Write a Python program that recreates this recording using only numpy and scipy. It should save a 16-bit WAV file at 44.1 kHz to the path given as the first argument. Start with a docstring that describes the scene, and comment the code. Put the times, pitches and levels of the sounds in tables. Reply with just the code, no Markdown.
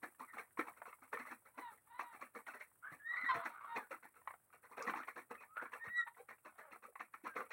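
"""A bill scoops through grain in a plastic bowl, a short rattling burst, and knocks hard on the bowl.
Geese keep feeding so in a hard-floored yard; soft whistles and murmurs join, and one runs into a hoarse honk.
Feeding: clacks and clicks driven by bill strokes, resonances of the bowl, and hissing husks as dense clicks.
Calls: harmonic tones that roughness turns into noisy throat resonances. Feeding and calls get a short echo.
Husks and a faint quiet-yard noise lie beneath."""
import sys
import numpy as np
from scipy import signal
from scipy.fft import rfft, irfft
from scipy.io import wavfile
from scipy.ndimage import uniform_filter1d

SR = 44100
rng = np.random.default_rng(int(sys.argv[2]) if len(sys.argv) > 2 else 0)


def digitize_waveform(pressure):
    """Quantize a signal to 16-bit integers and store it at the path in sys.argv[1].

    Rows of a 2-D input are taken as channels; values are limited to [-1, 1].
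    """
    field = np.atleast_2d(pressure).T
    bounded = np.clip(field, -1, 1)
    quanta = np.round(bounded * 32767).astype(np.int16)
    wavfile.write(sys.argv[1], SR, quanta)


N = 331632
TIME = np.arange(N) / SR

# bills scooping grain: t/s, length/s, rattle level/dB, bowl thump level/dB
SCOOPS = [(0.025, 0.027, -44.5, -51), (0.191, 0.037, -47, -59.5), (0.377, 0.03, -45.5, -55.5),
          (0.585, 0.017, -38, -40.5), (1.124, 0.032, -45, -48), (1.185, 0.033, -47, -56),
          (1.257, 0.042, -52, -72), (1.303, 0.031, -48, -55), (1.573, 0.031, -48.5, -53),
          (1.986, 0.045, -44, -62.5), (2.208, 0.027, -45, -60), (2.347, 0.022, -46.5, -50),
          (2.468, 0.044, -48.5, -66.5), (2.599, 0.027, -48.5, -76), (3.338, 0.035, -41, -49.5),
          (3.449, 0.022, -39.5, -52), (3.756, 0.021, -38, -43.5), (3.905, 0.037, -46.5, -59.5),
          (4.768, 0.087, -47.5, -51.5), (4.864, 0.044, -39, -44.5), (4.947, 0.063, -45, -55.5),
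          (5.157, 0.04, -48.5, -57), (5.304, 0.015, -43.5, -45.5), (5.615, 0.015, -47, -48.5),
          (5.717, 0.055, -50, -64.5), (6.992, 0.028, -48.5, -61), (7.135, 0.016, -52, -67),
          (7.258, 0.028, -44, -55), (7.351, 0.062, -45.5, -47.5), (7.503, 0.063, -41, -68.0)]
# light nibbles: t/s, rattle level/dB
NIBBLES = [(0.327, -53.5), (0.662, -53), (0.76, -61.5), (0.858, -52.5), (1.015, -59), (1.449, -62),
           (1.709, -60), (2.125, -56), (2.534, -52), (2.911, -53), (4.025, -57.5), (4.151, -62.5),
           (4.523, -61), (4.627, -59.5), (4.704, -55.5), (5.068, -51.5), (5.401, -56.5), (5.837, -51.5),
           (6.165, -61), (6.285, -53), (6.445, -53.5), (6.577, -54.5), (6.708, -53.5), (6.824, -54),
           (7.236, -50)]
# hard bill knocks: t/s, peak level/dB, ring f/Hz
KNOCKS = [(0.035, -39, 1200), (0.385, -41, 1770), (0.576, -39, 1090), (0.595, -28.5, 1300),
          (0.685, -40, 756), (0.82, -39.5, 884), (0.857, -45, 1360), (0.93, -43.5, 1200),
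          (1.132, -31.5, 955), (1.174, -36.5, 1260), (1.996, -34, 1100), (3.772, -34.5, 700),
          (4.277, -31.5, 1075), (4.308, -42.5, 1060), (4.34, -47.5, 804), (4.782, -38, 770),
          (4.898, -33, 1600), (4.938, -33, 830), (5.085, -36.5, 1235), (5.571, -37.5, 1520),
          (5.63, -36.5, 770), (5.737, -38.5, 1650), (6.075, -39.5, 1110), (6.958, -41, 1090),
          (7.143, -41, 1340), (7.008, -36.5, 1210), (7.268, -37.5, 1170), (7.367, -34, 1270),
          (7.406, -38, 1320)]
# soft bumps, each ringing one low tone of the bowl: t/s, peak level/dB, f/Hz
BUMPS = [(0.589, -37, 286), (3.234, -54, 337), (3.908, -46, 520), (4.882, -42.5, 206), (6.199, -52, 472),
         (6.882, -59, 496), (7.237, -50, 293)]
# spectral outline of rattling grain, which also colours the knocks: f/Hz, level/dB
RATTLE_OUTLINE = [(100, -57.5), (330, -16.5), (750, -11.5), (1150, -5), (1600, -12.5), (2050, -9.5),
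                  (3100, -20.5), (4300, -10.5), (4850, -33), (5500, -15.5), (7000, -22), (9000, -39.5)]
# modes of the bowl's wall and bottom: f/Hz, level/dB
BOWL_MODES = [(180, -13), (251.7, 1), (307.5, 3), (452.4, 4), (710, 0.5)]
# short goose calls, and one thin high tone at 5.384 s: loudest at t/s, swell/s, fade/s, pitch f/Hz, #
# glide/(octave/s), level/dB, roughness 0-1
SHORT_TONES = [(0.295, 0.036, 0.032, 1970, -5.5, -61, 0.54), (1.655, 0.12, 0.1, 961, -1.5, -52.5, 0.27),
               (1.975, .13, 0.32, 976, 0.7, -58, 0.29), (2.844, 0.022, 0.094, 1475, 4.5, -49.5, 0.57),
               (3.295, 0.011, 0.026, 1073, -4.5, -33, 0.31), (3.311, 0.013, 0.017, 1039, -0.5, -31, 0.47),
               (3.349, .03, 0.26, 1018, 1, -49, 0.65), (3.365, 0.044, 0.098, 689.5, 0.5, -48.5, .35),
               (3.641, 0.13, 0.14, 1070, 0.5, -49, 0.98), (3.735, 0.085, 0.12, 927, -0.6, -49.5, 0.23),
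               (3.82, 0.059, 0.052, 1648, -4.5, -57.5, 0.31), (5.384, 0.011, 0.052, 2543, -0.8, -63, 0.15),
               (5.53, 0.073, 0.048, 1288, 1, -65.5, 0.2), (5.595, 0.051, 0.12, 1489, 3, -45.5, 0.76),
               (6.001, .03, 0.027, 1370, -1.3, -47, 0.12), (6.074, 0.013, 0.031, 936, 4, -52, 0.34),
               (6.209, 0.066, 0.019, 795, 3, -65, 0.17), (6.645, 0.17, .13, 632, -3, -64, 0.6),
               (7.308, 0.041, 0.071, 1620, -1.5, -59, 0.08)]
# two long whistles, one curve each: t/s, pitch f/Hz, level/dB
WHISTLES = [
    [(2.995, 1640, -64), (3.045, 1790, -60.5), (3.065, 1860, -47.5), (3.12, 1936, -43), (3.22, 1995, -43.5),
     (3.28, 1925, -40), (3.305, 1975, -44)],
    [(5.795, 1740, -65), (5.823, 1847, -51), (5.929, 1925, -51.5), (5.975, 1949, -37), (6.017, 1887, -39.5),
     (6.037, 1860, -65.5)],
]
# roughness 0-1 of each whistle, in even steps from its start to its end
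WHISTLE_ROUGHNESS = [(.6, .08, .12, .55, .55, .5, .25), (.15, .15, .08, .08)]
# low calls are reedy, high ones nearly pure: pitch f/Hz, level step from one harmonic to the next/dB
REEDINESS = [(1070, 1.5), (1400, -17)]
# spectral outline of a goose's throat: f/Hz, level/dB
THROAT_OUTLINE = [(950, 12), (1900, 3.5), (2900, -13), (3900, -9), (4300, -17.5), (4800, -42), (5700, -22),
                  (7700, -6.5)]
# wavering throat resonances of the hoarse rasp: f/Hz, level/dB
RASP_RESONANCES = [(1014, -8), (1257, 2.5), (1428, 1.5), (2150, -12.5)]
# spectral outline of air rushing through the throat: f/Hz, level/dB
THROAT_AIR = [(300, -21.5), (1100, -5.5), (2300, -16.5), (5000, -44)]
# spectral outline of dry husks: f/Hz, level/dB
HUSK_OUTLINE = [(4900, -17), (7200, -13.5), (7900, 3), (10500, 4), (13600, -2.5), (15300, 4.5)]
# webbed feet planting on the floor: t/s, level/dB
STEPS = [(2.914, -63), (3.346, -55), (5.865, -60)]
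# spectral outline of the quiet yard: f/Hz, level/dB
YARD_OUTLINE = [(25, -21), (100, -0.5), (200, -9), (1500, -11), (4500, -36)]

# usual centres of a scoop's rattle and thump; each spot lies within about half an octave of them
RATTLE_HZ, THUMP_HZ = 1358, 330
# each spot of the bowl favours a band of its own: how much, and how wide
SPOT_DB, SPOT_OCTAVES = 8, .3
# the bill bites a second time in each scoop: how much later and at what relative level
REBITE_S, REBITE_DB = 0.034, -18
# the bill brushes the grain this long before it bites; the shifting grain: time to its peak, its level
BRUSH_S, SHIFT_S, SHIFT_DB = .018, 0.035, -18
# every short call arches in pitch, and is weaker and hoarser at its two ends
ARCH_OCT_PER_S2, CALL_ENDS_DB, ENDS_ROUGH = 10, -30.5, 0.28
# above 1 a short call holds its level longer and stops more abruptly
CALL_HOLD = 1.17
# relative strength of the tones halfway between the harmonics, before roughness and reediness scale it
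SUBTONE = .9
# a whistle's overtones grow with its level: how fast, and the level at which they would be at full strength
BRIGHTEN_DB_PER_DB, FULL_BRIGHT_DB = 0.76, -30


def scoops(nibble_s=0.038, nibble_thump_db=-10):
    """Repeated forced strokes: each scoop or faint nibble excites another spot of the bowl."""
    out = np.zeros(N)
    strokes = SCOOPS + [(s, nibble_s, db, db + nibble_thump_db) for s, db in NIBBLES]
    spots = 2 ** rng.uniform(-0.42, 0.52, (len(strokes), 2))
    for (s, length_s, rattle_db, thump_db), (high, low) in zip(strokes, spots):
        sound = scoop(length_s, rattle_db, RATTLE_HZ * high, thump_db, THUMP_HZ * low)
        add(out, s - BRUSH_S, sound)
    return out


def scoop(length_s, rattle_db, rattle_hz, thump_db, thump_hz, width_share=0.35):
    """Modal excitation: two bites and shifting grain drive both a rattle and the damped bowl modes."""
    bite = thrust(length_s)
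    age = TIME[:len(bite)] / SHIFT_S
    forces = [undb(SHIFT_DB) * (age * np.exp(1 - age)) ** 2]
    for delay_s, db in [(BRUSH_S, 0), (BRUSH_S + REBITE_S, REBITE_DB)]:
        delayed = np.pad(bite, (int(delay_s * SR), 0))[:len(bite)]
        forces.append(undb(db) * delayed)
    push = np.linalg.norm(forces, axis=0)
    shove = push * clicks(len(push), rate=710, spread_db=4.0)
    wall = np.zeros(len(push))
    for hz, db in BOWL_MODES:
        mode = resonate_twice(shove, hz, width_share * hz)
        wall += undb(db) * spot_gain(hz, thump_hz) * mode
    thump = unit(wall) * rms(push)
    return rattle(push, rattle_hz) * undb(rattle_db) + thump * undb(thump_db)


def thrust(length_s, rise_s=0.0051):
    """Impulsive force: an exponential rise under a Gaussian decay."""
    t = TIME[:SR // 4]
    return (1 - np.exp(-t / rise_s)) * np.exp(-(t / length_s) ** 2)


def rattle(push, centre_hz, ring_s=0.0052, slide_oct_per_s=7, spread_db=3.0, count=160):
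    """Granular impacts: kernels and bill edges ring as brief gliding tones over a dry crackle."""
    clacks, t = np.zeros(len(push)), TIME[:SR // 40]
    place, pitch = rng.random((count, 2)).T
    size, slide = rng.standard_normal((count, 2)).T
    starts = ((np.arange(count) + place) / count * len(push)).astype(int)
    pitches = 450 + 2250 * pitch
    for i, hz, db, glide in zip(starts, pitches, spread_db * size, slide_oct_per_s * slide):
        ring = sine(hz * 2 ** (glide * t)) * np.exp(-t / ring_s)
        add(clacks, i / SR, ring * push[i] * undb(db) * spot_gain(hz, centre_hz))
    crackle = push * clicks(len(push), rate=1300, spread_db=5.0)
    grain = unit(clacks) + .33 * unit(crackle)
    return unit(colour(grain, RATTLE_OUTLINE)) * rms(push)


def spot_gain(hz, centre_hz):
    """Position-dependent response: a Gaussian boost, in octaves, about the band a spot favours."""
    return undb(SPOT_DB * np.exp(-(np.log2(hz / centre_hz) / SPOT_OCTAVES) ** 2))


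def knocks(lead_s=0.0045):
    """Discrete impacts: each contact starts just before its listed time."""
    out = np.zeros(N)
    for s, db, hz in KNOCKS:
        add(out, s - lead_s, knock(hz) * undb(db))
    return out


def knock(hz, ring_width_hz=210, soft_hz=2400, crack=0.086, overtone=1.68, overtone_db=-7):
    """Contact excitation: brief bill chatter rings a damped tone and its overtone; peak 1."""
    t = TIME[:SR // 20]
    contact_s = .0036
    contact = rng.standard_normal(len(t)) * (t / contact_s * np.exp(-t / contact_s)) ** 2
    # horn on plastic is a soft contact with little treble
    contact = signal.lfilter(*signal.butter(4, soft_hz, fs=SR), contact)
    ring = resonate(contact, hz, ring_width_hz)
    ring += undb(overtone_db) * resonate(contact, overtone * hz, 2 * ring_width_hz)
    sound = colour(ring + crack * contact, RATTLE_OUTLINE)
    return sound / np.abs(sound).max()


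def taps(feeding, idle_db=-65, busy_db=8, spread_db=5, centre_hz=1150, octaves=0.76, count=110):
    """Random impacts whose strength follows the local feeding energy, each at its own pitch."""
    out = np.zeros(N)
    busy = np.sqrt(np.abs(uniform_filter1d(feeding ** 2, SR // 20)))
    for slot, (place, size, pitch) in enumerate(rng.uniform(-1, 1, (count, 3))):
        s = (slot + .5 + place / 2) / count * TIME[-1]
        peak = np.hypot(undb(idle_db), undb(busy_db) * busy[int(s * SR)]) * undb(spread_db * size)
        add(out, s, knock(centre_hz * 2 ** (octaves * pitch)) * peak)
    return out


def bumps(swell_s=0.0063, waver=0.146):
    """Single-mode response: a soft push swells into one low, unsteady tone that soon dies."""
    out, t, unsteady = np.zeros(N), TIME[:SR // 8], walk(rate=150)
    for s, db, hz in BUMPS:
        pitch = hz * (1 + waver * np.interp(s + t, TIME, unsteady))
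        swell = t / swell_s * np.exp(1 - t / swell_s)
        add(out, s, undb(db) * swell * sine(pitch))
    return out


def snap(s=4.825, snap_db=-47, hz=5700, decay_s=0.0027):
    """Brittle fracture: one hard kernel cracks as a decaying burst of band-passed noise."""
    burst = (TIME > s) * np.exp(-np.abs(TIME - s) / decay_s)
    return burst * unit(resonate_twice(rng.standard_normal(N), hz, hz / 4)) * undb(snap_db)


def calls(jitter=0.069, shimmer=0.55, rasp_share=0.66, count=10):
    """Syrinx oscillation: a clean tone that, when rough, flutters, adds subtones and turns to rasp."""
    out = np.zeros(N)
    wobble, flutter, hoarse = walk(rate=380), walk(rate=200), rasp()
    # alternate strong and weak cycles put lines halfway between the harmonics
    orders = np.arange(2, count + 1) / 2
    for on, hz, db, rough, reed in call_shapes():
        t = TIME[on]
        rough = np.clip(rough, 0, 1)
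        phase = 2 * np.pi * np.cumsum(hz * (1 + jitter * rough * wobble[on])) / SR
        tone = np.zeros(len(t))
        for k in orders:
            size = gain_at(THROAT_OUTLINE, k * hz) * reed ** (k - 1) / np.sqrt(k)
            if k % 1:
                size = size * SUBTONE * rough * reed ** 2
            tone += size * np.sin(k * phase)
        voice = np.sqrt(1 - rough ** 2) * unit(tone) + rasp_share * rough * hoarse[on]
        voice *= (1 + shimmer * rough * flutter[on]) / np.hypot(1, shimmer * rough)
        fade = np.clip(np.minimum(t - t[0], t[-1] - t) / 0.0041, 0, 1)
        out[on] += voice * fade * undb(db)
    return out


def call_shapes():
    """Source control: yield each call's samples, pitch, level, roughness and gain per harmonic."""
    for s, swell, fade, hz, glide, db, rough in SHORT_TONES:
        on = (TIME > s - swell) & (TIME < s + fade)
        t = TIME[on] - s
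        slack = (t / np.where(t < 0, swell, fade)) ** 2  # 0 at full effort, 1 at the ends
        pitch = hz * 2 ** (glide * t - ARCH_OCT_PER_S2 * t ** 2)
        level = db + CALL_ENDS_DB * slack ** CALL_HOLD
        yield on, pitch, level, rough + ENDS_ROUGH * slack, gain_at(REEDINESS, hz)
    for whistle, rough in zip(WHISTLES, WHISTLE_ROUGHNESS):
        s, hz, db = np.transpose(whistle)
        on = (TIME > s[0]) & (TIME < s[-1])
        t = TIME[on]
        level = np.interp(t, s, db)
        roughness = np.interp(t, np.linspace(s[0], s[-1], len(rough)), rough)
        reed = undb(BRIGHTEN_DB_PER_DB * (level - FULL_BRIGHT_DB))
        yield on, np.interp(t, s, hz), level, roughness, reed


def rasp(wander=0.026, width_hz=60, air_db=-9):
    """Random modulation: throat resonances shake and drift in pitch over a little rushing air."""
    out = np.zeros(N)
    for hz, db in RASP_RESONANCES:
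        pitch = hz * (1 + wander * walk(rate=27)) + width_hz * walk(rate=300)
        out += undb(db) * sine(pitch) * (1 + .5 * walk(rate=100))
    air = unit(colour(rng.standard_normal(N), THROAT_AIR))
    return unit(unit(out) + undb(air_db) * air)


def husks(feeding, stirred_db=-67, settle_db=-73.5, flicker_db=2, thin_db_per_s=-.5):
    """Dense random impacts: hiss follows the smoothed feeding energy over a trickle, slowly thinning."""
    keep = np.exp(-1 / (.008 * SR))  # 8 ms smoothing
    energy = signal.lfilter([1 - keep], [1, -keep], feeding ** 2)
    stir = unit(np.sqrt(energy)) ** .4  # compressed, so faint stirring counts too
    hiss = unit(colour(clicks(N, rate=4000, spread_db=2.5), HUSK_OUTLINE))
    level = np.hypot(undb(stirred_db) * stir, undb(settle_db))
    return hiss * level * undb(flicker_db * walk(rate=150) + thin_db_per_s * TIME)


def steps(hz=115, length_s=0.035):
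    """Damped impact: a soft foot lands with a dull pat of low band-passed noise."""
    out, push = np.zeros(N), thrust(length_s)
    for s, db in STEPS:
        pat = resonate_twice(rng.standard_normal(len(push)), hz, hz)
        add(out, s, unit(pat) * push * undb(db))
    return out


def yard_air(level_db=-83.5, drift_db=2):
    """Broadband background: faint coloured noise whose level drifts slowly."""
    return unit(colour(rng.standard_normal(N), YARD_OUTLINE)) * undb(level_db + drift_db * walk(rate=2))


def yard_echo(x, wet_db, t60_s):
    """Reverberation: the hard floor and nearby walls return a short, exponentially decaying tail."""
    t = TIME[:SR // 2]
    tail = rng.standard_normal(len(t)) * np.exp(-np.log(1000) * t / t60_s) * (t > .006)
    return x + undb(wet_db) * signal.fftconvolve(x, tail / np.linalg.norm(tail))[:N]


def clicks(count, rate, spread_db):
    """Poisson process: random clicks of uneven size and sign, rate a second."""
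    out = np.zeros(count)
    wait, sign, size = rng.random((count // 3, 3)).T
    at = np.cumsum(-np.log(1 - wait) * SR / rate).astype(int)
    on = at < count
    # a few clicks are much harder than the rest
    out[at[on]] = np.sign(sign[on] - .5) * undb(-spread_db * np.log(1 - size[on]) / 2)
    return out


def walk(rate):
    """Smoothed random steps: a fluctuation of rms 1 that changes rate times a second."""
    k = max(int(SR / rate), 1)
    held = np.repeat(rng.standard_normal(N)[:N // k + 1], k)
    return unit(uniform_filter1d(held, k)[:N])


def sine(hz):
    """Phase accumulation: a sine whose frequency follows hz."""
    return np.sin(2 * np.pi * np.cumsum(hz) / SR)


def resonate(x, hz, width_hz):
    """Two-pole resonance of unit gain at its centre."""
    radius = np.exp(-np.pi * width_hz / SR)
    poles = [1, -2 * radius * np.cos(2 * np.pi * hz / SR), radius ** 2]
    return signal.lfilter([1, 0, -1], poles, x) * (1 - radius ** 2) / 2


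def resonate_twice(x, hz, width_hz):
    """Cascaded resonance: two in series give steeper skirts."""
    return resonate(resonate(x, hz, width_hz), hz, width_hz)


def colour(x, points, size=2048):
    """Minimum-phase filtering: a causal filter with the given outline, built from its cepstrum."""
    cepstrum = irfft(np.log(gain_at(points, np.arange(size // 2 + 1) * SR / size)))
    cepstrum[1:size // 2] *= 2
    cepstrum[size // 2 + 1:] = 0
    return signal.fftconvolve(x, irfft(np.exp(rfft(cepstrum))))[:len(x)]


def gain_at(points, hz):
    """Spectral envelope: gain of an outline, with dB interpolated over log frequency."""
    f, db = np.transpose(points)
    return undb(np.interp(np.log(hz + 1), np.log(f), db))


def undb(db):
    """Decibel law: level to amplitude gain."""
    return 10 ** (np.asarray(db) / 20)


def rms(x):
    """Effective value: root of the mean square."""
    return np.sqrt(np.mean(x ** 2))


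def unit(x):
    """Normalization: scale to rms 1."""
    return x / np.sqrt(np.mean(x ** 2) + 1e-30)


def add(track, s, sound):
    """Superposition: mix a sound into the track at s seconds."""
    i = max(int(s * SR), 0)
    track[i:i + len(sound)] += sound[:max(len(track) - i, 0)]


def scene():
    """Superposition of feeding and calling geese, with echo, over husks and a quiet yard."""
    grain = scoops()
    feeding = grain + taps(grain) + knocks() + bumps() + snap() + steps()
    geese = yard_echo(feeding, wet_db=-8.0, t60_s=0.082) + yard_echo(calls(), wet_db=-4.0, t60_s=0.13)
    return (geese + husks(feeding) + yard_air())[None]


def record(dry, low_hz=45, top_hz=15850):
    """Band limiting: a high-pass cuts the deep bass and a steep low-pass cuts the top."""
    lean = signal.sosfilt(signal.butter(2, low_hz, "high", fs=SR, output="sos"), dry)
    return signal.sosfilt(signal.ellip(10, .2, 70, top_hz, fs=SR, output="sos"), lean)


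dry = scene()
out = record(dry)
digitize_waveform(out)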